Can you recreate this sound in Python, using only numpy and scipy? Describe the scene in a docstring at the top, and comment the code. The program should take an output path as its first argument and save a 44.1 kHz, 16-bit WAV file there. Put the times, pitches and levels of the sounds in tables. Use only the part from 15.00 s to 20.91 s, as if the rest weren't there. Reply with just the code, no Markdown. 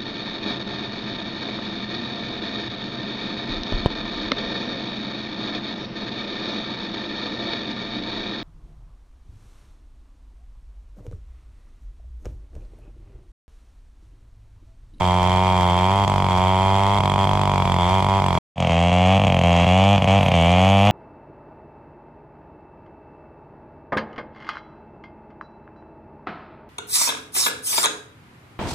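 """A two-stroke chainsaw snarls at full throttle, ripping along a log outdoors, heard from the side;
after a short silence it is heard from the log's end. Each firing sends a bark and a rasp of gas
through the muffler; when the load eases, the engine fires only every second turn and puffs between.
The chain tears out chips, the drive buzzes, the trees scatter it all back,
and a breeze rumbles on the microphone."""
import sys
import numpy as np
from scipy import signal
from scipy.fft import rfft, irfft
from scipy.io import wavfile
from scipy.ndimage import uniform_filter1d, map_coordinates

SR = 44100
rng = np.random.default_rng(int(sys.argv[2]) if len(sys.argv) > 2 else 0)


def wav_record(signal):
    """Record a signal, one row per channel, as 16-bit PCM in the file named by sys.argv[1]."""
    frames = np.transpose(np.atleast_2d(signal))
    bounded = np.clip(frames, -1, 1)
    # unit amplitude maps onto the largest positive 16-bit level
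    quanta = np.round(bounded * 32767).astype(np.int16)
    wavfile.write(sys.argv[1], SR, quanta)


N = 260631
TIME = np.arange(N) / SR

# Crank speed, climbing while every turn fires, sagging in misfires or a deeper bite: time_s, speed_hz
SIDE_REVS = [(.0087, 91.77), (.105, 90.07), (.518, 93.29), (.737, 88.18), (1.0, 100.59), (1.338, 91.38),
             (1.992, 101.35), (2.002, 96.5), (2.433, 98.89), (2.815, 87.77), (2.949, 95.17), (3.2, 98.24),
             (3.39, 82.45)]
END_REVS = [(3.5585, 93), (3.69, 82.6), (4.065, 92.24), (4.203, 99.75), (4.387, 86.89), (4.585, 85.6),
            (4.938, 101.53), (5.027, 91.97), (5.181, 99.43), (5.397, 82.43), (5.725, 98.51), (5.799, 97.58),
            (5.91, 106.7)]
# Spells of running light, a miss after each firing: first_miss_s, last_miss_s, base_burn_share
LIGHT_SPELLS = [(1.058, 1.297, .15), (1.995, 2.169, .05), (2.262, 2.775, .06), (3.014, 3.077, .18),
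                (3.210, 3.364, .08), (3.571, 3.684, .06), (3.907, 3.907, .6), (4.188, 4.229, .26),
                (4.260, 4.260, .25), (4.291, 4.425, .04), (4.655, 4.655, .1), (4.970, 5.055, .27),
                (5.200, 5.329, .14)]
# Stumbles, where this turn and the one before both miss: time_s
DOUBLE_MISSES = [1.067, 2.026, 2.643, 5.012, 5.066, 5.252, 5.306]
# Tone of one exhaust bark as it arrives over the ground: pitch_hz, level_db
SIDE_BARK = [(45, 18), (90, 28), (140, 27.5), (185, 24.5), (275, 7.5), (380, 16.5), (480, 10), (680, 20),
             (830, 19), (950, 25), (1250, 11), (1650, -2.5), (2900, -5.5), (4000, -13), (7000, -41.5)]
END_BARK = [(30, -8), (88, 32.5), (185, 31.5), (270, 18.5), (375, 7), (480, 19.5), (720, 28), (900, 17.5),
            (1150, 13.5), (1500, -2), (2300, 10.5), (3200, 8), (3800, -14), (7000, -34.5)]
# Ring of the muffler's shell: pitch_hz, width_hz, lift_db
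SIDE_SHELL = [(2160, 300, 11), (3253, 260, 19.5), (4700, 100, 20)]
END_SHELL = [(2850, 330, 5.2), (3310, 150, 10.4)]
# Tone of the soft puff of an unburnt charge: pitch_hz, level_db
SIDE_PUFF = [(45, 20), (90, 25.5), (185, 22), (280, 5), (460, -16.5), (620, 17), (1000, 17.5), (1300, -8),
             (2300, -27), (4000, -48)]
END_PUFF = [(30, 10), (90, 28.5), (185, 26.5), (320, -3.5), (430, 1), (540, 20.5), (700, 23.5),
            (1000, 16.5), (1300, -10), (4000, -19.5)]
# Muffler chambers that hold back their own pitch: pitch_hz, sharpness_q
MUFFLER_CHAMBERS = [(717, 0.72), (312, 1.85)]
# Tone of the turbulent gas at the outlet: pitch_hz, level_db
SIDE_RASP = [(100, -22), (500, -40.5), (1000, -27.5), (1600, -38), (2200, -27), (2800, -34.5),
             (3300, -22.5), (3900, -38.5), (4650, -38), (6000, -47), (7400, -38.5), (8800, -43),
             (10500, -58.5), (12500, -51), (15000, -91)]
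END_RASP = [(100, -51), (500, -40), (850, -49), (1500, -42), (2500, -43), (3200, -36), (3800, -37),
            (5400, -40), (6500, -34), (8800, -43.5), (11000, -65), (15000, -123)]
# Tone of the chain and its chips: pitch_hz, level_db
SIDE_CHAIN = [(100, -16), (400, -33), (900, -18.5), (1600, -37), (2400, -34.5), (3400, -45), (4600, -42),
              (6000, -44), (8000, -49), (10500, -55.5), (12500, -55.5), (15000, -72)]
END_CHAIN = [(100, -22), (400, -31.5), (800, -19), (1600, -35.5), (2500, -26), (3300, -38), (3800, -39.5),
             (5400, -48), (6500, -45), (8800, -59), (11000, -77), (15000, -78)]
# Tone of the breeze on the microphone: pitch_hz, level_db
BREEZE_RUMBLE = [(15, -10), (45, -20.5), (80, -23), (160, -39), (500, -78)]
# Tone of the highest hiss: pitch_hz, level_db
TOP_HISS_TONE = [(3000, -76), (9000, -58), (12500, -62), (15000, -72)]
# Fade-in of the highest hiss: time_s, gain_db
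TOP_HISS_FADE_IN = [(3.56, -14), (4.1, -9), (4.5, -1), (5.91, 1.5)]
# Slow rise in level after the silence: time_s, gain_db
END_SWELL = [(3.56, -3), (4.1, -1.06), (4.6, -0.6), (5.91, -0.5)]
# Faders for the two listening places: time_s, open_share
SIDE_FADER = [(3.385, 1), (3.387, 0)]
END_FADER = [(3.557, 0), (3.61, 1)]

CRUISE_HZ = 94  # crank turns a second
HONK_HZ, EDGE_HZ, KERF_HZ = (650, 1010), (1030, 1800), (5670, 9000)  # bands that follow the effort


def undb(db):
    """Decibels to gain."""
    return 10 ** (np.asarray(db) / 20)


def curve(table):
    """Breakpoints joined into a line through time."""
    return np.interp(TIME, *np.transpose(table))


def response(spectrum, rings=(), size=2048):
    """Causal impulse response of a spectrum with resonances on top, falling away past its last point."""
    f = np.maximum(np.arange(size + 1) * SR / (2 * size), 1)
    hz, db = np.transpose(spectrum)
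    db = np.interp(np.log(f), np.log(hz), db) - 20 * np.log(np.maximum(f / hz[-1], 1))
    for centre, width, lift in rings:
        db = db + lift / (1 + (2 * (f - centre) / width) ** 2)
    # minimum phase keeps the attack up front
    cepstrum = irfft(np.log(undb(db)))
    cepstrum[1:size] *= 2
    cepstrum[size + 1:] = 0
    return irfft(np.exp(rfft(cepstrum)))[:size]


def ring(x, impulse):
    """Pass channels through an impulse response."""
    return signal.fftconvolve(np.atleast_2d(x), np.atleast_2d(impulse), axes=1)[:, :N]


def wander(rate_hz):
    """Slow random drift with a spread near 1."""
    hold = int(SR / rate_hz)
    steps = np.repeat(rng.standard_normal(N // hold + 1), hold)
    return 1.3 * uniform_filter1d(uniform_filter1d(steps, hold), hold)[:N]


def noise(width):
    """Stereo white noise; width is the share of its power that is opposite in the two ears."""
    mid, side = rng.standard_normal((2, N))
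    return np.sqrt(1 - width) * mid + np.sqrt(width) * side * np.array([[1], [-1]])


def strike(times, sizes, paces, shape):
    """Trigger a shape at each time, with its own size and playback pace."""
    index = (times * SR).astype(int)[:, None] + np.arange(len(shape))
    age = (index - times[:, None] * SR) * paces[:, None]
    values = sizes[:, None] * np.interp(age, np.arange(len(shape)), shape, left=0, right=0)
    return np.bincount(np.maximum(index, 0).ravel(), values.ravel(), N)[:N]


def ride_band(x, band_hz, gain):
    """Raise or lower one band of a sound by a moving gain."""
    band = signal.sosfiltfilt(signal.butter(1, band_hz, "band", fs=SR, output="sos"), x)
    return x + (gain - 1) * band


def crank(speed, flywheel_s=0.044, jitter_s=1e-5, stumble_burn=0.087, catch_share=0.14, catch_s=0.04):
    """The engine's rhythm: when the exhaust port opens, how fully each charge burns, angle in turns."""
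    smooth_hz = uniform_filter1d(curve(speed), int(flywheel_s * SR))  # the flywheel rounds off changes
    angle = np.cumsum(smooth_hz) / SR
    angle = angle - np.interp(speed[0][0], TIME, angle)
    angle = angle + 0.016 * wander(14)  # the chain's bite tugs at the crank
    turns = np.arange(np.interp(speed[-1][0], TIME, angle))
    times = np.interp(turns, angle, TIME)
    fire_luck, miss_luck, timing_luck = rng.standard_normal((len(times), 3)).T
    half_turn_s = 0.5 / CRUISE_HZ
    missed = np.abs(times[:, None] - DOUBLE_MISSES).min(axis=1) < half_turn_s
    missed = missed | np.roll(missed, -1)
    burn = np.where(missed, stumble_burn, undb(-0.04 * fire_luck))
    for first, last, share in LIGHT_SPELLS:
        for k in np.flatnonzero((times > first - half_turn_s) & (times < last + half_turn_s)):
            if not (missed[k] or missed[k - 1]):
                missed[k] = True
                # weak turns burn better towards the end of a spell
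                catching = np.exp(-abs(last - times[k]) / catch_s) - np.exp(-abs(last - first) / catch_s)
                burn[k] = np.clip((share + catch_share * catching) * undb(5 * miss_luck[k]), 0, 1)
    return times + jitter_s * timing_luck, burn, angle


def engine_effort(speed, drive, settle_s=0.06):
    """Revs in semitones above cruising, and lightness: 0 in the cut, near 1 firing every second turn."""
    revs = 12 * np.log2(curve(speed) / CRUISE_HZ)
    light = uniform_filter1d(2 * (1 - drive), int(settle_s * SR))  # the load is felt over a few turns
    return revs, light


def follow(effort, db, rev_db, light_db):
    """A layer's gain: db when cruising, plus rev_db a semitone of revs and light_db running light."""
    revs, light = effort
    return undb(db + rev_db * revs + light_db * light)


def muffler_heat(effort, times, cruise, per_rev, when_light, lag_s=0.091):
    """Hotter gas rings the muffler higher: lagging shifts in semitones set each turn's playback pace."""
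    revs, light = effort
    keep = np.exp(-1 / (lag_s * SR))
    semitones = cruise + signal.lfilter([1 - keep], [1, -keep], per_rev * revs + when_light * light)
    return 2 ** (np.interp(times, TIME, semitones) / 12)


def exhaust(times, burn, pace, bark, puff, puff_late_s, rebound_db, wobble=0.004):
    """A firing barks, harder after a miss has flushed the cylinder; an unburnt charge puffs out late."""
    pace = pace * (1 + wobble * rng.standard_normal(len(times)))
    miss = np.clip(1 - burn, 0, 1)
    barks = strike(times, burn * undb(rebound_db * np.roll(miss, 1)), pace, bark)
    puffs = strike(times + puff_late_s, miss, pace, puff)
    gas = barks + puffs
    # each chamber is an all-pass: the crack leads, the honk follows and the thump comes last
    for hz, q in MUFFLER_CHAMBERS:
        _, poles = signal.iirpeak(hz, q, fs=SR)
        gas = signal.lfilter(poles[::-1], poles, gas)
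    return gas


def gas_rasp(times, burn, tone, width, rise_s, fall_s, scatter_db=2.0):
    """Hot gas tears out of the port after each firing and dies away within the turn."""
    age = TIME[:1024]
    burst = (1 - np.exp(-age / rise_s)) * np.exp(-age / fall_s)
    sizes = burn * undb(scatter_db * rng.standard_normal(len(times)))
    train_rms = np.sqrt(np.sum(burst ** 2) / SR / np.mean(np.diff(times)))
    envelope = strike(times, sizes, np.ones(len(times)), burst) / train_rms
    return ring(noise(width) * envelope, tone)


def chain(tone, width, waver_db, chips_per_s=1400, chip_spread_db=4.5, chip_db=-3):
    """Cutters hiss in the kerf and snap off chips of all sizes; the bite wavers."""
    snaps = rng.random(N) < chips_per_s / SR
    chips = snaps * undb(chip_spread_db * np.minimum(rng.exponential(size=N), 5))
    grain = np.sqrt(1 + (undb(chip_db) * chips) ** 2 / np.mean(chips ** 2))
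    gritty_hiss = noise(width) * grain / np.sqrt(np.mean(grain ** 2))
    return ring(gritty_hiss * undb(waver_db * wander(14)), tone)


def drive_buzz(angle, drive, db, band_hz, peak_turn, depth, drift=0.56, coast_db=-8, size=400):
    """Intake, piston and drive rattle alike each turn: a metallic buzz that slackens in a misfire."""
    shapes = rng.standard_normal((3, size))
    steady, *loose = (map_coordinates(s, [angle % 1 * size], order=1, mode="grid-wrap") for s in shapes)
    rattle = steady + drift * sum(part * wander(5) for part in loose)
    pulse = 1 + depth * np.cos(2 * np.pi * (angle - peak_turn))
    buzz = signal.sosfilt(signal.butter(3, band_hz, "band", fs=SR, output="sos"), pulse * rattle)
    return undb(db + coast_db * (0.5 - drive)) * buzz / np.std(buzz)


def tree_echo(x, db, width, t60_s=0.25, predelay_s=0.0049, dull_hz=3500):
    """Trunks and foliage add a short, dull echo."""
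    age = TIME[:SR // 2]
    tail = noise(width)[:, :len(age)] * (age > predelay_s) * np.exp(-np.log(1000) * age / t60_s)
    tail = tail / np.sqrt(np.sum(tail[0] ** 2))
    tail = signal.lfilter(*signal.butter(1, dull_hz, fs=SR), tail)
    return x + undb(db) * ring(x.mean(axis=0), tail)


def breeze(gain_db, width, gust_db=5.5):
    """Light gusts rumble on the microphone."""
    return ring(noise(width), response(BREEZE_RUMBLE)) * undb(gain_db + gust_db * wander(2.2))


def saw_from_side(left_lag_s=0.000032, balance_db=-1.2):
    """The saw sits a little to the right: the left ear hears it later and softer."""
    times, burn, angle = crank(SIDE_REVS)
    drive = np.interp(TIME, times, burn)
    effort = engine_effort(SIDE_REVS, drive)
    pace = muffler_heat(effort, times, cruise=-0.19, per_rev=0.15, when_light=0.4)
    bark, puff = response(SIDE_BARK, SIDE_SHELL), response(SIDE_PUFF)
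    gas = exhaust(times, burn, pace, bark, puff, puff_late_s=0.00066, rebound_db=1.4)
    # running light, the honk thins and leaves the pops a harder edge
    gas = ride_band(gas, HONK_HZ, follow(effort, db=2.16, rev_db=0.5, light_db=-3.1))
    gas = ride_band(gas, EDGE_HZ, follow(effort, db=-0.6, rev_db=0.5, light_db=0))
    rasp = gas_rasp(times, burn, response(SIDE_RASP), width=0.4, rise_s=0.00074, fall_s=0.0026)
    cut = chain(response(SIDE_CHAIN), width=0.3, waver_db=0.9)
    saw = (gas * follow(effort, db=0, rev_db=-0.2, light_db=0.65)
           + rasp * follow(effort, db=2, rev_db=0, light_db=3.5)
           + cut * follow(effort, db=5, rev_db=-0.8, light_db=-0.9))
    saw += drive_buzz(angle, drive, db=-45.5, band_hz=(2216, 2430), peak_turn=1.0, depth=0.35)
    saw += drive_buzz(angle, drive, db=-44.5, band_hz=(3170, 3540), peak_turn=0.045, depth=1.0)
    left, right = tree_echo(saw, db=-23, width=0.6)
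    left = undb(balance_db) * np.interp(TIME - left_lag_s, TIME, left)
    return np.array([left, right]) * undb(-balance_db / 2) + breeze(gain_db=-9, width=0.32)


def saw_from_end():
    """Straight ahead along the log: deeper, almost mono; the highest hiss fades up over the first second."""
    times, burn, angle = crank(END_REVS)
    drive = np.interp(TIME, times, burn)
    effort = engine_effort(END_REVS, drive)
    pace = muffler_heat(effort, times, cruise=0.28, per_rev=0.21, when_light=-0.96)
    bark, puff = response(END_BARK, END_SHELL), response(END_PUFF)
    gas = exhaust(times, burn, pace, bark, puff, puff_late_s=0.00057, rebound_db=1.6)
    # the honk swells with the revs
    gas = ride_band(gas, HONK_HZ, follow(effort, db=1.6, rev_db=0.5, light_db=-3.8))
    rasp_tone = response(END_RASP, END_SHELL)
    rasp = gas_rasp(times, burn, rasp_tone, width=0.0026, rise_s=0.00025, fall_s=0.0028)
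    top_hiss = undb(curve(TOP_HISS_FADE_IN)) * chain(response(TOP_HISS_TONE), width=0.0002, waver_db=3)
    cut = chain(response(END_CHAIN), width=0.000067, waver_db=1.9)
    saw = gas + rasp * follow(effort, db=0.7, rev_db=-0.2, light_db=0.9)
    saw += (cut + top_hiss) * follow(effort, db=6, rev_db=0.2, light_db=-2.5)
    # the kerf hisses most when a deep bite drags the engine down
    saw = ride_band(saw, KERF_HZ, follow(effort, db=-0.5, rev_db=-0.4, light_db=-1.5))
    saw += drive_buzz(angle, drive, db=-37.5, band_hz=(2230, 3290), peak_turn=0.76, depth=0.76)
    saw = tree_echo(saw, db=-26, width=0.001)
    return saw * undb(curve(END_SWELL)) + breeze(gain_db=-18, width=0.001)


def scene():
    """One listening place after the other, with the deepest rumble rolled off."""
    rumble_cut = signal.butter(1, 15, "high", fs=SR, output="sos")
    side = signal.sosfilt(rumble_cut, saw_from_side())
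    end = signal.sosfilt(rumble_cut, saw_from_end())
    return side * curve(SIDE_FADER) + end * curve(END_FADER)


def record(dry):
    """A steep low-pass takes the air off the top."""
    top_hz = 15300
    return signal.sosfilt(signal.ellip(8, 0.2, 70, top_hz, fs=SR, output="sos"), dry)


dry = scene()
out = record(dry)
wav_record(out)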